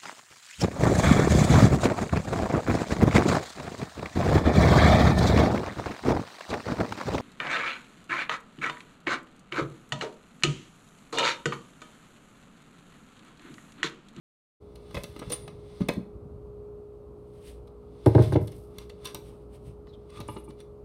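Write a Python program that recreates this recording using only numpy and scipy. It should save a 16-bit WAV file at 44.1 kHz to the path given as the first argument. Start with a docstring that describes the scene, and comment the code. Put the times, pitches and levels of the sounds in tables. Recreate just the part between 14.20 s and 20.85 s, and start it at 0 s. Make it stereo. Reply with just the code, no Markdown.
"""A full plastic blender jug is worked off its base, set on a kitchen counter, and its lid pulled off.
Impacts excite damped normal modes: the jug clicks and knocks, the steel drive coupling pings, the
counter booms as the jug rocks to rest, and the lid's catches snap open. Sliding friction gives the
noise of rubbing plastic, grit and a brushing sleeve; stick-slip motion makes the rubber seal squeak.
The small, hard room reverberates, and a refrigerator hums throughout."""
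import sys
import numpy as np
from scipy import signal
from scipy.fft import rfft, irfft, next_fast_len
from scipy.io import wavfile
from scipy.ndimage import uniform_filter1d

SR = 44100
rng = np.random.default_rng(int(sys.argv[2]) if len(sys.argv) > 2 else 0)


def put_to_file(sound):
    """Save the sound as 16-bit audio at rate SR, in the file named by the first command-line argument."""
    columns = np.atleast_2d(sound).T  # one column per channel
    safe = np.clip(columns, -1, 1)
    whole_steps = np.round(safe * 32767)
    wavfile.write(sys.argv[1], SR, whole_steps.astype(np.int16))


N = 293079
TIME = np.arange(N) / SR
RING_TIME = TIME[:SR // 3]


def undb(db):
    """Logarithmic level: decibels to amplitude ratio."""
    return 10 ** (np.asarray(db) / 20)


def decay(t60, t=RING_TIME):
    """Exponential damping: the amplitude falls by 60 dB in t60 seconds."""
    return np.exp(-np.log(1000) * t / t60)


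def add(track, s, sound):
    """Superposition: a sound is summed into a track from time s on."""
    i = int(s * SR)
    track[..., i:i + sound.shape[-1]] += sound[..., :N - i]


def colour(x, spectrum):
    """Spectral shaping: x is filtered by (Hz, dB) points, falling steeply above the last; rms 1."""
    hz, db = np.transpose(spectrum)
    size = next_fast_len(x.shape[-1], True)
    f = np.fft.rfftfreq(size, 1 / SR) + 1
    gain = undb(np.interp(np.log(f), np.log(hz), db)) * np.minimum(hz[-1] / f, 1) ** 10
    y = irfft(rfft(x, size) * gain, size)[..., :x.shape[-1]]
    return y / np.std(y)


def stereo_noise(size, apart_hz=700, width=0.8):
    """Spatial coherence: white noise at two nearby points is alike in the bass, less so in the treble."""
    padded = next_fast_len(size, True)
    f = np.fft.rfftfreq(padded, 1 / SR)
    share = width * f / np.hypot(f, apart_hz)
    mid, side = rfft(rng.standard_normal((2, padded)))
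    channels = np.array([mid + share * side, mid - share * side]) / np.sqrt(1 + share ** 2)
    return irfft(channels, padded)[:, :size]


def place(x, lag_s, pan_db):
    """Time and level cues to direction: the left channel is lag_s later and pan_db louder."""
    left, right = np.broadcast_to(x, (2, x.shape[-1]))
    t = TIME[:len(left)]
    return np.array([np.interp(t - lag_s, t, left) * undb(pan_db / 2), right * undb(-pan_db / 2)])


def wander(per_s):
    """Random modulation: per_s smoothed steps a second, with a spread near 1."""
    k = max(int(SR / per_s), 1)
    steps = np.repeat(rng.standard_normal(N // k + 1), k)
    return 1.3 * uniform_filter1d(uniform_filter1d(steps, k), k)[:N]


def swells(rows, attack_share):
    """Exponential growth and decay: each gesture rises and falls by 20 dB within its duration."""
    level_db = np.full(N, -200.0)
    for s, db, length in rows:
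        from_peak = np.maximum((s - TIME) / attack_share, (TIME - s) / (1 - attack_share)) / length
        level_db = np.maximum(level_db, db - 20 * from_peak)
    return undb(level_db)


def ring(modes, scatter):
    """Free vibration: damped modes of alternating sign, randomly detuned by the share scatter; peak 1."""
    y = 0
    for k, (hz, db, t60) in enumerate(modes):
        phase = 2 * np.pi * hz * (1 + scatter * rng.standard_normal()) * RING_TIME
        y = y + (-1) ** k * undb(db) * np.sin(phase) * decay(t60)
    return y / np.max(np.abs(y))


def knocks(rows, modes, spread_db, t60_scale=1.0, rise_s=0.0014):
    """Modal excitation: the point struck weights the modes, which build up as the plastic flexes."""
    out = np.zeros(N)
    for s, db in rows:
        struck = [(hz, mode_db + spread_db * rng.uniform(-1.4, 1), t60 * t60_scale)
                  for hz, mode_db, t60 in modes]
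        blow = ring(struck, scatter=0.0078) * (1 - np.exp(-RING_TIME / rise_s))
        add(out, s, undb(db) * blow / np.max(np.abs(blow)))
    return out


def jolts(per_s, spread_db):
    """Poisson process: one surface catches on another in random impulses of uneven size."""
    moment, size = rng.random(N), rng.standard_normal(N)
    return (moment < per_s / SR) * np.sign(size) * undb(spread_db * np.abs(size))


def scraping(rows, modes, per_s, spread_db, attack_share):
    """Forced vibration: quick jolts keep a sliding part ringing in a dry judder."""
    judder = signal.oaconvolve(jolts(per_s, spread_db), ring(modes, scatter=0.0033))[:N]
    return judder / np.std(judder) * swells(rows, attack_share)


# Compressor and fan tones: (frequency [Hz], level [dB])
HUM_TONES = [(59.3, -53.5), (122.8, -62), (184.7, -63), (355.3, -65), (414.8, -49), (473.9, -61.5),
             (552.5, -66.5), (602, -66.5), (1217, -90), (1244, -83)]
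# Spectra of moving air and of fan hiss: (frequency [Hz], relative spectral density [dB])
AIR_SPECTRUM = [(20, -27.5), (40, -8), (65, -3.5), (100, -8.5), (180, -12.5), (300, -12.5), (450, -14.5),
                (700, -20.5), (1240, -25), (1330, -28)]
HISS_SPECTRUM = [(1500, 0), (2700, 0), (4200, -3), (6500, -9), (8500, -6), (13000, -9), (16000, -15)]

def fridge(air_db=-49.8, hiss_db=-75, waver_db=2.0, drift_rad=0.073):
    """Line spectrum over broadband noise: compressor and fan hum above the rush of moving air."""
    air = undb(air_db + 0.8 * wander(5)) * colour(stereo_noise(N), AIR_SPECTRUM)
    hiss = undb(hiss_db) * colour(stereo_noise(N), HISS_SPECTRUM)
    hum = 0
    for hz, db in HUM_TONES:
        amplitude = np.sqrt(2) * undb(db + waver_db * wander(3.014))
        hum = hum + amplitude * np.sin(2 * np.pi * hz * TIME + drift_rad * wander(0.75))
    return place(air + hiss + hum, lag_s=0.00046, pan_db=1.76)


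# Resonances of the thin walls and lid: (frequency [Hz], bandwidth [Hz], relative gain [dB])
WALL_RESONANCES = [(339.2, 45, 0.5), (490, 18, 9), (571, 14, 12.5), (1031, 20, 7), (1239, 61, 10.5),
                   (1730, 43, 2.5), (2040, 73, 4), (2158, 220, 9.5), (2660, 110, 8), (2780, 34.6, 2.5),
                   (2980, 37, 12), (3460, 160, 12), (3840, 230, 3), (4220, 100, 1.5), (4990, 59, 7.5),
                   (5750, 38, 13.5), (6260, 95, 10)]

def walls(x, spread_db=3, ring_db=-2, local_db=5, local_q=45, local_count=12):
    """Resonant filtering: the spot touched weights the wall resonances and can add some of its own."""
    shared = [(hz, hz / width, db + spread_db * rng.uniform(-1, 1)) for hz, width, db in WALL_RESONANCES]
    local_hz = np.exp(rng.uniform(np.log(1000), np.log(14000), local_count))
    local = [(hz, local_q, local_db) for hz in local_hz]
    peaks = sum(undb(db) * signal.lfilter(*signal.iirpeak(hz, q, fs=SR), x)
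                for hz, q, db in shared + local)
    return (x + undb(ring_db) * peaks) / 2


# Spectra of the low, middle and high parts of a click: (frequency [Hz], relative level [dB])
KNOCK_SPECTRUM = [(60, -21.5), (150, 9), (350, -1.5), (650, -3.5), (1100, -7), (1700, -15), (3000, -20)]
CLACK_SPECTRUM = [(500, -4.5), (1200, 0), (2000, -3.5), (4200, 8.5), (6000, -6.5), (8000, -6.5),
                  (14000, -39.5)]
TICK_SPECTRUM = [(3000, -43), (5500, -1), (7200, -9.5), (9000, 4.5), (12800, -2.5), (14500, -9),
                 (16000, -9.5)]

def clicks(rows, knock_db, tick_db, grain_db=4, gain_db=2.42):
    """Contact noise: edges chatter briefly, and a harder contact shifts energy from knock to tick."""
    out = np.zeros((2, N))
    size = 6000
    t = RING_TIME[:size]
    chatter = undb(grain_db * wander(500))
    for s, db, hardness, t60 in rows:
        knock = place(stereo_noise(size, width=0.65), lag_s=0.00022, pan_db=2.0)
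        clack = place(stereo_noise(size), lag_s=0.000375, pan_db=1.7)
        tick = place(stereo_noise(size, width=0.47), lag_s=0, pan_db=4.0)
        click = 0
        for noise, spectrum, part_db, rise_s, part_t60 in [
                (knock, KNOCK_SPECTRUM, knock_db - hardness, 0.0022, 1.45 * t60),
                (clack, CLACK_SPECTRUM, 0, 0.018, t60),
                (tick, TICK_SPECTRUM, tick_db + hardness, 0.00052, t60)]:
            envelope = (1 - np.exp(-t / rise_s)) * decay(part_t60, t)
            envelope /= envelope.max()
            rough = envelope * chatter[int(s * SR):][:size]
            rough *= np.linalg.norm(envelope) / np.linalg.norm(rough)  # same energy as the smooth one
            click = click + undb(db + part_db) * rough * colour(noise, spectrum)
        add(out, s, walls(click))
    return undb(gain_db) * out


# Light contacts of the jug: (time [s], level [dB], hardness [dB], decay time T60 [s])
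JUG_CLICKS = [(0.554, -58, 7.5, 0.043), (0.709, -55, -0.5, 0.016), (0.744, -43.5, 0.5, 0.082),
              (0.768, -47.5, -5.5, 0.031), (0.835, -42, 8.5, 0.026), (0.963, -51, -1, 0.016),
              (0.992, -46, 5, 0.022), (1.016, -61, -14.5, 0.048), (1.098, -45, 6.5, 0.098),
              (1.118, -38.5, 8, 0.065), (1.277, -49.5, 1.5, 0.025), (1.603, -52, -3, 0.08),
              (1.685, -31, 2.5, 0.021), (1.694, -50, -9.5, 0.048), (1.737, -53, 9.5, 0.0076),
              (3.472, -64.5, 3.5, 0.03), (3.860, -40, 1.5, 0.03), (3.948, -43, -5, 0.015),
              (3.984, -56, -10, 0.086), (4.022, -47.5, 7, 0.064), (4.123, -47, 2.5, 0.067),
              (4.156, -50.5, -13, 0.029), (4.272, -52.5, 8.5, 0.037), (4.318, -55.5, 6, 0.032),
              (5.669, -64.5, -5, 0.018), (6.002, -46.5, 3, 0.045), (6.085, -54, -7.5, 0.022),
              (6.161, -56.5, -8, 0.044), (6.302, -60, 0, 0.028), (6.402, -57, 6, 0.03)]

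def jug_clicks():
    """Impact transients: the hollow jug clicks against base, counter and hand."""
    return clicks(JUG_CLICKS, knock_db=12.5, tick_db=-3.5)


# Strokes of sliding plastic and rubber: (peak time [s], level [dB], duration [s])
RUB_STROKES = [(0.60, -70, 0.93), (0.79, -55, 0.44), (1.12, -55, 1), (1.60, -58.5, 0.66),
               (4.045, -45.5, 0.36), (4.62, -55.5, 0.18), (4.89, -47.5, 0.14), (5.905, -53, 0.024),
               (5.975, -50, 0.13), (6.12, -60, 0.52), (6.307, -58, 0.04), (6.408, -56, 0.06)]
# Their friction spectrum: (frequency [Hz], relative level [dB])
RUB_SPECTRUM = [(200, -12), (600, -3), (1200, 6), (1700, -3.5), (3000, -2), (4500, -0.5), (7000, -14),
                (9000, -2), (13000, -24.5), (14500, -14.5), (16000, -26)]

def rubbing(grain_db=-0.5, gain_db=4):
    """Sliding friction: surfaces catch and slip in tiny grains, exciting walls damped by the hand."""
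    grip = undb(grain_db * wander(600))
    friction = colour(stereo_noise(N) * grip, RUB_SPECTRUM) * swells(RUB_STROKES, attack_share=0.65)
    return undb(gain_db) * walls(friction, spread_db=2, ring_db=-8, local_count=0)


# Hard blows on the side of the jug: (time [s], level [dB])
SIDE_BLOWS = [(0.744, -29), (0.768, -23.5), (1.103, -47.5), (1.121, -32), (1.278, -40.5), (1.687, -17),
              (1.694, -27.5)]
# Twists of the jug in its seat: (peak time [s], level [dB], duration [s])
JUG_TWISTS = [(0.752, -42, 0.036), (0.778, -44.5, 0.053), (1.024, -50, 0.034), (1.135, -45.5, 0.062)]
# Modes of the side: (frequency [Hz], relative level [dB], decay time T60 [s])
SHELL_MODES = [(497, -7, 0.07), (573, -3.5, 0.06), (638, 1, 0.06), (800, -5, 0.06), (1006, -7, .06),
               (1067, -7, 0.07), (1550, -3, 0.035), (1870, -6, 0.04), (2030, -3, 0.04), (2240, -5.5, 0.035),
               (2530, -4, 0.038), (3300, -8, 0.03), (4200, -9, 0.025)]

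def jug_side():
    """Shell vibration: the same modes ring when the jug is knocked and judder when it is twisted."""
    blows = knocks(SIDE_BLOWS, SHELL_MODES, spread_db=2)
    twist = scraping(JUG_TWISTS, SHELL_MODES, per_s=420, spread_db=3.5, attack_share=0.25)
    return place(blows + twist, lag_s=0.00036, pan_db=-2)


# Padded blows of the jug's foot on the motor base: (time [s], level [dB], contact time [ms])
FOOT_BUMPS = [(0.765, -26.5, 8.3), (1.070, -31, 6.9), (1.608, -14.5, 3.16), (1.689, -33, 1.8),
              (1.771, -20, 3.1), (1.785, -32, 1.3), (1.803, -36, 2.3), (1.959, -34, 7.9)]
# Modes of the base: (frequency [Hz], relative level [dB], decay time T60 [s])
MOTOR_BASE_MODES = [(123, -14.5, 0.23), (181, 0.5, 0.097), (221.8, 3, 0.044), (260, -2.5, 0.07),
                    (398, 7, 0.02)]

def base_bumps(contacts=3, bounce_s=0.01473, bounce_db=-16):
    """Contact time limits bandwidth: the longer the bouncing foot's half-sine push, the duller it is."""
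    out = np.zeros(N)
    for s, db, contact_ms in FOOT_BUMPS:
        push = np.sin(np.pi * np.minimum(RING_TIME[:SR // 50] * 1000 / contact_ms, 1))
        thump = signal.fftconvolve(ring(MOTOR_BASE_MODES, scatter=0.022), push)
        thump /= np.max(np.abs(thump))
        start = s - contact_ms / 2000  # the push is centred on s
        for k in range(contacts):
            add(out, start + k * bounce_s, undb(db + k * bounce_db) * thump)
    return out


# Drags of the foot over grit on base and counter: (peak time [s], level [dB], duration [s])
GRIT_DRAGS = [(0.775, -60, 0.29), (0.88, -70, 0.23), (1.14, -54, 0.062), (3.868, -45.5, 0.04),
              (4.04, -59, 0.27), (4.22, -60.5, 0.15), (4.36, -64, 0.25)]
# Spectrum of the grit: (frequency [Hz], relative level [dB])
GRIT_SPECTRUM = [(2000, -28.5), (5000, -5), (7200, -12), (8500, -2.5), (11500, -3.5), (13500, -4.5),
                 (15500, -15)]

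def grit(hiss_db=-4):
    """Shot noise: hard specks crackle under the sliding foot, over a finer sandy hiss."""
    specks = jolts(per_s=867, spread_db=5)
    crackle = colour(specks / np.std(specks) + undb(hiss_db) * stereo_noise(N), GRIT_SPECTRUM)
    return place(crackle * swells(GRIT_DRAGS, attack_share=0.2), lag_s=0, pan_db=0.5)


# Shifts of the jug's weight: (peak time [s], level [dB], duration [s])
WEIGHT_SHIFTS = [(0.8, -50, 0.86), (1.25, -46.5, 0.89), (2.05, -46, 1), (4.08, -28.5, 0.33),
                 (5.48, -38, 0.099), (5.99, -37, 0.078), (6.102, -33.5, 0.066), (6.29, -36.5, 0.049)]
# Spectrum of their rumble: (frequency [Hz], relative level [dB])
RUMBLE_SPECTRUM = [(25, -20), (55, -6.5), (110, 7.5), (180, -2), (300, -19), (500, -65.5)]

def weight_rumble():
    """Structure-borne noise: a low rumble swells as the jug's weight shifts."""
    return swells(WEIGHT_SHIFTS, attack_share=0.34) * colour(stereo_noise(N), RUMBLE_SPECTRUM)


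# Blows of the lid on the rim of the jug: (time [s], level [dB])
LID_BLOWS = [(1.014, -42), (4.944, -34.5), (5.989, -35), (6.002, -42), (6.085, -26), (6.162, -28.5),
             (6.277, -36)]
# Drags of the lid up the wall: (peak time [s], level [dB], duration [s])
LID_DRAGS = [(5.925, -51, 0.064), (5.975, -46, 0.088), (6.10, -51, 0.079), (6.18, -55.5, 0.16)]
# Modes of the lid, struck and dragged: (frequency [Hz], relative level [dB], decay time T60 [s])
STRUCK_LID_MODES = [(318, -2.5, 0.11), (377, -2.5, 0.099), (493, -12, 0.037), (586, -7, 0.041),
                    (858, 2, 0.073), (972, -4, 0.081), (1079, -8, 0.06), (1214, 3, 0.07),
                    (2034, -18.5, .03), (2340, -10, 0.096), (2870, -14, 0.083)]
DRAGGED_LID_MODES = [(1198, 5.5, 0.095), (1690, -11, 0.027), (2070, -2, .04), (2600, 0, .03),
                     (3430, -13, 0.045), (4100, -25, 0.027)]

def lid():
    """Free and forced vibration: the hand-damped lid rings after blows and judders as it is dragged."""
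    blows = knocks(LID_BLOWS, STRUCK_LID_MODES, spread_db=7.5, t60_scale=0.94, rise_s=0.004)
    drag = scraping(LID_DRAGS, DRAGGED_LID_MODES, per_s=840, spread_db=2.5, attack_share=0.54)
    return place(blows + drag, lag_s=0.00026, pan_db=-4.5)


# Squeaks: (time [s], duration [s], start frequency [Hz], glide [share of frequency], level [dB])
SQUEAK_CHIRPS = [(1.098, 0.032, 476, 0.023, -32.5), (5.67, 0.038, 5140, 0.0048, -70),
                 (5.678, 0.041, 4090, -0.093, -61), (5.72, 0.044, 3550, -0.14, -58),
                 (6.077, 0.011, 8900, 0.15, -45), (6.086, 0.034, 10100, -0.1, -50.5),
                 (6.104, 0.047, 11500, -0.078, -57), (6.127, 0.041, 8400, 0.14, -55),
                 (6.17, 0.0237, 10100, -0.155, -54), (6.192, 0.02, 9800, .2, -55),
                 (6.236, 0.027, 9900, -0.15, -55), (6.283, 0.016, 9500, -0.16, -57),
                 (6.313, 0.034, 10400, 0.021, -70)]

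def squeaks(waver=0.017, flutter_db=2.5, rasp_db=-4, rasp_q=10, gain_db=-5):
    """Stick-slip oscillation: plastic and the wet seal chirp unsteadily, with a rasp around the pitch."""
    out = np.zeros(N)
    wobble = 1 + waver * wander(900)
    for s, length, start_hz, glide, db in SQUEAK_CHIRPS:
        progress = np.linspace(0, 1, int(length * SR))
        hz = start_hz * (1 + glide * progress) * wobble[int(s * SR):][:len(progress)]
        rasp = signal.lfilter(*signal.iirpeak(start_hz, rasp_q, fs=SR), rng.standard_normal(len(hz)))
        chirp = np.sin(2 * np.pi * np.cumsum(hz) / SR) + undb(rasp_db) * rasp / np.std(rasp)
        add(out, s, undb(db) * np.sin(np.pi * progress) * chirp)
    return place(out * undb(gain_db + flutter_db * wander(400)), lag_s=0, pan_db=4.0)


# Teeth of the drive coupling slipping past each other: (time [s], level [dB])
TOOTH_SLIPS = [(1.118, -19.5), (1.131, -17.5)]
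# Modes of the steel coupling: (frequency [Hz], relative level [dB], decay time T60 [s])
STEEL_MODES = [(6097, -17, .12), (9345, 17, .058), (9330, -7, .22), (9582, -2, .11), (12800, 3, .025)]

def coupling(rise_s=0.0023):
    """Free vibration on release: the steel teeth ping one after another as they let go."""
    out = np.zeros(N)
    for s, db in TOOTH_SLIPS:
        add(out, s, undb(db) * ring(STEEL_MODES, scatter=0.00067) * (1 - np.exp(-RING_TIME / rise_s)))
    return place(out, lag_s=0, pan_db=3)


# Strokes of a sleeve and fingers: (peak time [s], level [dB], duration [s])
BRUSH_STROKES = [(3.28, -57.5, 0.34), (4.37, -60.5, 0.32), (5.08, -63.5, 0.56), (5.355, -61.5, 0.11),
                 (5.475, -62, 0.18)]
# Their friction spectrum: (frequency [Hz], relative level [dB])
BRUSH_SPECTRUM = [(900, -24), (1600, -4.5), (2900, 1), (4500, -3), (7200, -12), (8600, -0.5), (12000, -11),
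                  (15500, -16)]

def brushing(grain_db=1.5, patchy_db=-2.0):
    """Modulated friction noise: cloth and skin sweep by with a soft, finely grained swish."""
    grip = undb(grain_db * wander(1600) + patchy_db * wander(29.96))
    return colour(stereo_noise(N) * grip, BRUSH_SPECTRUM) * swells(BRUSH_STROKES, attack_share=0.63)


# Blows as the jug lands and rocks: (time [s], counter level [dB], jug level [dB], rim level [dB])
LANDING_BLOWS = [(3.862, -8.5, -5, -20), (3.950, -7, -7.5, -22.5), (3.979, -39, -12.5, -23),
                 (3.993, -8.5, -13, -33), (4.017, -17, -25, -30), (4.121, -17, -20.5, -25),
                 (4.154, -13, -9, -35), (4.212, -19, -30.5, -47)]
# Modes of counter, filled jug and hard rim: (frequency [Hz], relative level [dB], decay time T60 [s])
COUNTERTOP_MODES = [(80.7, -6, 0.17), (113.4, -0.5, 0.25), (155, 0.5, 0.11), (199, -8.5, 0.098)]
FULL_JUG_MODES = [(294.8, -2, 0.094), (325.8, 3.5, 0.062), (338.6, 3.5, 0.065), (383, -2.5, 0.098),
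                  (456, -7.5, 0.12), (470, -5, 0.072), (530, -11.5, 0.083), (618, -11.5, 0.14),
                  (704, -25.5, 0.23), (800, -15.5, 0.081), (880, -16.5, 0.053), (976, -23.5, 0.12)]
BOTTOM_RIM_MODES = [(850, 0, .04), (1056, -1.5, 0.05), (1320, -4, 0.04), (1443, -6, 0.04), (1584, 2, 0.035),
                    (1700, -8, .04), (1860, -5, 0.04), (2100, -4.5, 0.04), (2400, -9, 0.04),
                    (3660, -12, .035)]

def landing(settle_s=0.00893, settle_counter_db=-2.5, settle_jug_db=-14.5):
    """Action and reaction: the jug lands edge first with a clack, and each blow rings jug and counter."""
    out = knocks([(s, rim_db) for s, _, _, rim_db in LANDING_BLOWS], BOTTOM_RIM_MODES, spread_db=2)
    for s, counter_db, jug_db, _ in LANDING_BLOWS:
        counter = undb(counter_db) * ring(COUNTERTOP_MODES, scatter=0.0023)
        jug = undb(jug_db) * ring(FULL_JUG_MODES, scatter=0.015)
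        add(out, s, counter + jug)
        # the rest of the rim comes down
        add(out, s + settle_s, undb(settle_counter_db) * counter + undb(settle_jug_db) * jug)
    return out


# The lid's catches snapping open: (time [s], level [dB], hardness [dB], decay time T60 [s])
CATCH_SNAPS = [(4.584, -41.5, 2.5, 0.0097), (4.694, -50, -5.5, 0.03), (4.845, -45.5, -1.5, 0.045),
               (4.853, -38.5, 0.5, 0.027), (4.869, -43, 1.5, 0.019), (4.945, -46.5, -6.5, 0.058),
               (4.946, -42, 11, 0.014)]
# Their ringing on release: (time [s], level [dB])
CATCH_RELEASES = [(4.585, -41), (4.696, -45), (4.855, -25), (4.869, -40), (4.946, -40)]
# Modes of a springy catch: (frequency [Hz], relative level [dB], decay time T60 [s])
SPRING_MODES = [(1050, -10, 0.16), (1230, -16, 0.13), (1604, -5, 0.044), (2760, -7.5, 0.098),
                (3580, -7.5, 0.045), (3654, -2, 0.041), (4410, 0, 0.032), (4540, -2, 0.033),
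                (5400, -11, .05), (8200, -12, 0.049)]

def catches():
    """Release of elastic energy: the springy catches let go with a click and ring on."""
    snaps = clicks(CATCH_SNAPS, knock_db=-1, tick_db=0)
    ringing = knocks(CATCH_RELEASES, SPRING_MODES, spread_db=6.0, t60_scale=0.88)
    return snaps + place(ringing, lag_s=0.00026, pan_db=0)


def kitchen(x, wet_db=-10, bass_db=-4, low_t60=0.51, high_t60=0.31, build_s=0.0053):
    """Reverberation: tiles and cupboards return a short, dense echo, weaker but longer in the bass."""
    noise = stereo_noise(len(RING_TIME))
    low = signal.sosfilt(signal.butter(1, 600, fs=SR, output="sos"), noise)
    tail = undb(bass_db) * low * decay(low_t60) + (noise - low) * decay(high_t60)
    tail *= 1 - np.exp(-(RING_TIME / build_s) ** 2)
    tail /= np.sqrt(np.sum(tail ** 2) / 2)
    return x + undb(wet_db) * signal.fftconvolve(tail, x, axes=1)[:, :N]


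def scene():
    """Superposition: the handling sounds and their reverberation add to the refrigerator's hum."""
    plastic = jug_clicks() + jug_side() + lid() + catches()
    friction = rubbing() + grit() + squeaks() + brushing()
    thumps = place(base_bumps() + landing(), lag_s=0.00017, pan_db=0.8)
    return fridge() + kitchen(plastic + friction + thumps + weight_rumble() + coupling())


def record(dry, start_s=0.4004, fade_s=0.02, low_cut_hz=38, high_cut_hz=15900):
    """Gating and band limiting: sound begins after a short silence, without its deepest bass and top."""
    gate = np.clip((TIME - start_s) / fade_s, 0, 1)
    thinned = signal.sosfilt(signal.butter(4, low_cut_hz, "high", fs=SR, output="sos"), dry * gate)
    return signal.sosfilt(signal.ellip(8, 0.2, 70, high_cut_hz, fs=SR, output="sos"), thinned)


dry = scene()
out = record(dry)
put_to_file(out)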